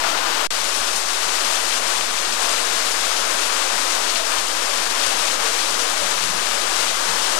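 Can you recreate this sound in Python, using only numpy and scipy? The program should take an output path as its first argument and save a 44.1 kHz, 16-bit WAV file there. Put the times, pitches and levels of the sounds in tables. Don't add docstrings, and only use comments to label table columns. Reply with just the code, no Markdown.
import sys
import numpy as np
from scipy import signal
from scipy.fft import rfft, irfft
from scipy.io import wavfile

SR = 44100
rng = np.random.default_rng(int(sys.argv[2]) if len(sys.argv) > 2 else 0)


def unload_wav(signal):
    wavfile.write(
        sys.argv[1],
        SR,
        np.round(np.clip(np.atleast_2d(signal).T, -1, 1) * 32767).astype(np.int16),
    )


N = 325899
TIME = np.arange(N) / SR
CUT_START, CUT_END = .4697, .5052


def gain_of(db):
    return 10 ** (np.asarray(db) / 20)


def evened(x):
    return x / np.sqrt(np.mean(x ** 2) + 1e-20)


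def add(mix, s, sound):
    part = mix[max(round(s * SR), 0):][:len(sound)]
    part += sound[:len(part)]


def coloured(x, points):
    hz, db = np.transpose(points)
    bins = np.fft.rfftfreq(len(x), 1 / SR)
    gain = gain_of(np.interp(np.log(bins + 1), np.log(hz), db))
    return irfft(rfft(x) * gain, len(x))


def band(x, hz, ratio):
    ratio = max(ratio, 1.01)
    edges = np.clip([hz / ratio, hz * ratio], [10, 20], [SR / 3, SR / 2 - 100])
    return signal.sosfilt(signal.butter(2, edges, "band", fs=SR, output="sos"), x)


def swell(s, db):
    return gain_of(np.interp(TIME, s, db - np.median(db)))


def wander(depth_db, slow_hz, fast_hz, count=30):
    t = np.arange(0, TIME[-1] + .01, .002)
    rates = np.geomspace(slow_hz, fast_hz, count)
    drift = sum(np.sin(2 * np.pi * (hz * t + rng.random())) for hz in rates)
    return gain_of(depth_db * np.interp(TIME, t, evened(drift)))


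def electronic_drone():
    # frequency in Hz, relative level in dB per Hz.
    drone_spectrum = [(20, -7), (55, -3), (80, 3), (100, 7), (130, -8), (200, -11), (420, -30), (1500, -60)]
    return gain_of(-79.5) * evened(coloured(rng.standard_normal(N), drone_spectrum))


def electronic_hiss():
    return gain_of(-66) * evened(band(rng.standard_normal(N), 5300, ratio=1.7))


def mains_hum():
    return gain_of(-61.0) * np.sin(2 * np.pi * 60 * TIME)


def low_rumble():
    return gain_of(-65) * evened(band(rng.standard_normal(N), 17, ratio=2.1))


def channel_leak(left):
    # frequency in Hz, gain of the leak in dB.
    leak_curve = [(100, -50), (450, -58), (1100, -55), (2000, -49.5), (4000, -46.5), (7000, -40),
                  (10000, -37), (12500, -37), (13500, -65)]
    return np.roll(coloured(left, leak_curve), -2)


def swellings(rows, width):
    out, t = np.zeros(N), TIME[:SR // 2]
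    for s, db, hz, half in rows:
        start = max(s - t[-1] / 2, 0)
        shape = np.exp(-((start + t - s) / half) ** 2)
        ring = band(rng.standard_normal(len(t)), hz, 1 + width) * shape
        level = gain_of(db) * np.linalg.norm(shape) / np.linalg.norm(ring)
        add(out, start, level * ring)
    return out


def low_bumps():
    # centre in seconds, relative level in dB, pitch in Hz, half length in seconds.
    bump_rows = [(.805, -46, 64.5, .015), (2.015, -50, 60, .014), (4.388, -46, 75, 0.0091),
                 (5.07, -49, 110, 0.022), (6.02, -44, 150, .03), (6.24, -42.5, 165, 0.033),
                 (6.30, -41, 149.5, .024), (6.365, -44, 175, .022), (7.10, -45, 140, .035)]
    return swellings(bump_rows, width=0.55)


def gurgles():
    # centre in seconds, relative level in dB, pitch in Hz, half length in seconds.
    gurgle_rows = [(.07, -32, 663, 0.027), (4.21, -32, 650, 0.038), (4.70, -39, 580, 0.033),
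                   (5.34, -38.5, 516, 0.085), (5.50, -36.5, 460, 0.081), (5.83, -37, 473, 0.032),
                   (6.01, -35, 574, 0.046)]
    return swellings(gurgle_rows, width=0.038)


def droplets(size, per_s, spread_db):
    chance, weight, sign = rng.random((3, size))
    height = gain_of(spread_db * np.minimum(-np.log(1 - weight), 5))
    return evened(height * np.sign(sign - .5) * (chance < per_s / SR))


def bubbles(count=28, per_s=22, cycles=7, spread_db=3):
    out, t = np.zeros(N), TIME[:SR // 30]
    for hz in np.geomspace(900, 11000, count):
        age = t * hz / cycles
        ring = np.sin(2 * np.pi * hz * t * (1 + 0.015 * age)) * np.exp(-age)
        out += hz * signal.oaconvolve(droplets(N, per_s, spread_db), ring)[:N]
    return evened(out)


def splash(hz, decay, ratio, slap=0.68, slap_s=0.00076):
    t = TIME[:SR // 6]
    spray = evened(band(droplets(len(t), per_s=14000, spread_db=2.5), hz, ratio))
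    return spray * (np.exp(-t / decay) + slap * np.exp(-t / slap_s))


def runoff(count=380, spread_db=1.5, decay=0.024):
    out = np.zeros(N)
    for k, (late, size, tone, length) in enumerate(rng.random((count, 4))):
        hz = 2600 * 3.2 ** tone
        height = gain_of(spread_db * min(-np.log(1 - size), 3)) * np.sqrt(hz)
        when = (k + 2 * late) / count * TIME[-1]
        add(out, when, height * splash(hz, decay * (.5 + length), ratio=2.5))
    return evened(out)


def big_splashes():
    # start in seconds, relative level in dB, centre in Hz, decay in seconds.
    splash_rows = [(.173, -26, 3000, .02), (0.507, -26, 4000, .012), (.960, -24.5, 6450, 0.039),
                   (1.144, -30, 5000, .02), (1.565, -26, 3000, .017), (1.726, -25, 2900, 0.018),
                   (2.009, -21.5, 3000, .008), (2.250, -25.5, 3300, .018), (2.323, -27, 4000, 0.017),
                   (2.560, -25.5, 3300, 0.022), (3.200, -26, 4500, .012), (3.900, -32, 6500, 0.033),
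                   (4.095, -24.5, 4100, 0.026), (4.157, -24, 3500, 0.015), (4.383, -19.5, 4000, .005),
                   (4.900, -30, 4000, .01), (5.014, -26, 3500, 0.017), (5.064, -24, 6000, .018),
                   (5.275, -28, 3000, .018), (5.745, -29, 5000, .018), (5.79, -27, 6000, 0.025),
                   (6.238, -28, 6100, 0.031), (6.879, -30, 3500, .018)]
    out = np.zeros(N)
    for s, db, hz, decay in splash_rows:
        add(out, s, gain_of(db) * splash(hz, decay, ratio=1.43))
    return out


def rain(runoff_db=-4.5, patter_db=-9, bubbles_db=-13):
    # frequency in Hz, gain of the housing in dB.
    housing_curve = [(1150, 0), (1480, 0.5), (1850, 0)]
    wash_curve = [(700, 1.5), (1500, 3.8), (3000, 5.47), (8000, 3.87), (14000, 4.2)]  # Hz, dB
    drops = coloured(rng.standard_normal(N), wash_curve)
    drops += gain_of(runoff_db) * runoff()
    drops += gain_of(patter_db) * band(droplets(N, per_s=1100, spread_db=1.5), 5100, ratio=2.85)
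    drops += gain_of(bubbles_db) * bubbles()
    return coloured(drops, housing_curve)


def tile_roof(drops, level_db=-23):
    # frequency in Hz, relative level in dB per Hz.
    roof_spectrum = [(24, -77), (40, -46), (270, -13.5), (338, -6.5), (373, -12), (454, -9), (527, -7.5),
                     (659, -4.5), (910, -2.5), (1400, -5.5), (1960, -11.5), (4910, -14), (6620, -16.5),
                     (8070, -17.5), (15000, -33)]
    # time in seconds, change of level in dB.
    surge_curve = [(0, -1.5), (.06, .5), (.2, -1.1), (.28, 0), (.47, 0.3)]
    surge_db = np.interp(TIME, *np.transpose(surge_curve))
    return gain_of(level_db + surge_db) * evened(coloured(drops, roof_spectrum))


def pavement(drops, level_db=-23.5, spray_follows=0.8, lull_share=0.34):
    # frequency in Hz, relative level in dB per Hz.
    yard_spectrum = [(47, -53), (80, -26), (120, -23), (165, -15.5), (230, -10), (285, -6), (404, -4.5),
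                     (574, -0.5), (815, -0.44), (1160, 0.57), (2040, -6), (5720, -6.5), (8490, -9),
                     (10300, -13.5), (15000, -29.5)]
    # time in seconds, level of the low drumming in dB, level of the splashing in dB.
    flow_curve = [(0.52, -30.5, -25.5), (0.84, -29.4, -24.9), (1.04, -31.5, -26.5), (1.34, -28.5, -24),
                  (1.84, -29.5, -25), (1.9, -28, -24.1), (2.08, -30.5, -26.5), (2.36, -29.8, -26),
                  (2.42, -27.4, -23.5), (2.64, -29, -24.5), (3.94, -28.0, -24.5), (4.24, -30.5, -25),
                  (4.34, -27.6, -24.3), (4.44, -30.0, -26), (5.12, -28.2, -24), (6.28, -29.6, -25),
                  (6.58, -28.5, -25.5), (6.84, -28.5, -23.5), (6.94, -30.5, -25.5), (7.14, -27, -24.9),
                  (7.22, -29.1, -23.8), (7.38, -27.0, -24)]
    # time in seconds, level in dB.
    murmur_curve = [(0.52, -58), (1.58, -62), (1.66, -58), (3.42, -58), (3.58, -69.5), (3.74, -58.5),
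                    (4.22, -61), (5.9, -56)]
    # centre in seconds, depth in dB, half length in seconds.
    lull_rows = [(4.233, 2.5, 0.018), (4.886, 6.5, .009), (5.377, 3, 0.023), (5.863, 1.8, .03),
                 (6.33, 1.8, 0.028)]

    sound = gain_of(level_db) * evened(coloured(drops, yard_spectrum))
    murmur = coloured(sound, [(160, 2.0), (200, 0), (270, -37)])
    drumming = coloured(sound, [(1400, -0.5), (1900, 1), (2600, -40)]) - murmur
    spray = coloured(sound, [(4000, -38), (5600, -3), (7000, -8)])
    splashing = sound - murmur - drumming - spray

    s, drumming_db, splashing_db = np.transpose(flow_curve)
    flow = swell(s, splashing_db)
    lull_db = sum(depth * np.exp(-((TIME - at) / half) ** 2) for at, depth, half in lull_rows)
    lull = gain_of(-lull_db)

    far = murmur * swell(*np.transpose(murmur_curve)) * wander(depth_db=2.0, slow_hz=3, fast_hz=10)
    far += drumming * swell(s, drumming_db)
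    near = spray * flow ** spray_follows * wander(depth_db=0.31, slow_hz=1.6, fast_hz=12)
    near += splashing * flow
    near *= wander(depth_db=0.43, slow_hz=3, fast_hz=14)
    return far * lull ** lull_share + near * lull


def short_break(remnant_db=-21, fade=0.0048, floor_db=-47):
    gain = gain_of(remnant_db) * np.exp(-abs(TIME - CUT_START) / fade) + gain_of(floor_db)
    return np.where((TIME > CUT_START) & (TIME < CUT_END), gain, 1)


def scene():
    drops = rain()
    water = np.where(TIME < CUT_START, tile_roof(drops), pavement(drops))
    water += big_splashes() + gurgles() + low_bumps()
    left = 2 * (water * short_break() + mains_hum() + low_rumble())
    right = channel_leak(left) + electronic_hiss()
    return np.array([left, right]) + electronic_drone()


def record(dry):
    offset = np.array([[.0146], [.0346]])
    low_pass = signal.firwin(611, 15300, window=("kaiser", 9), fs=SR)
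    return signal.oaconvolve(dry, low_pass[None], "same", axes=1) + offset


dry = scene()
out = record(dry)
unload_wav(out)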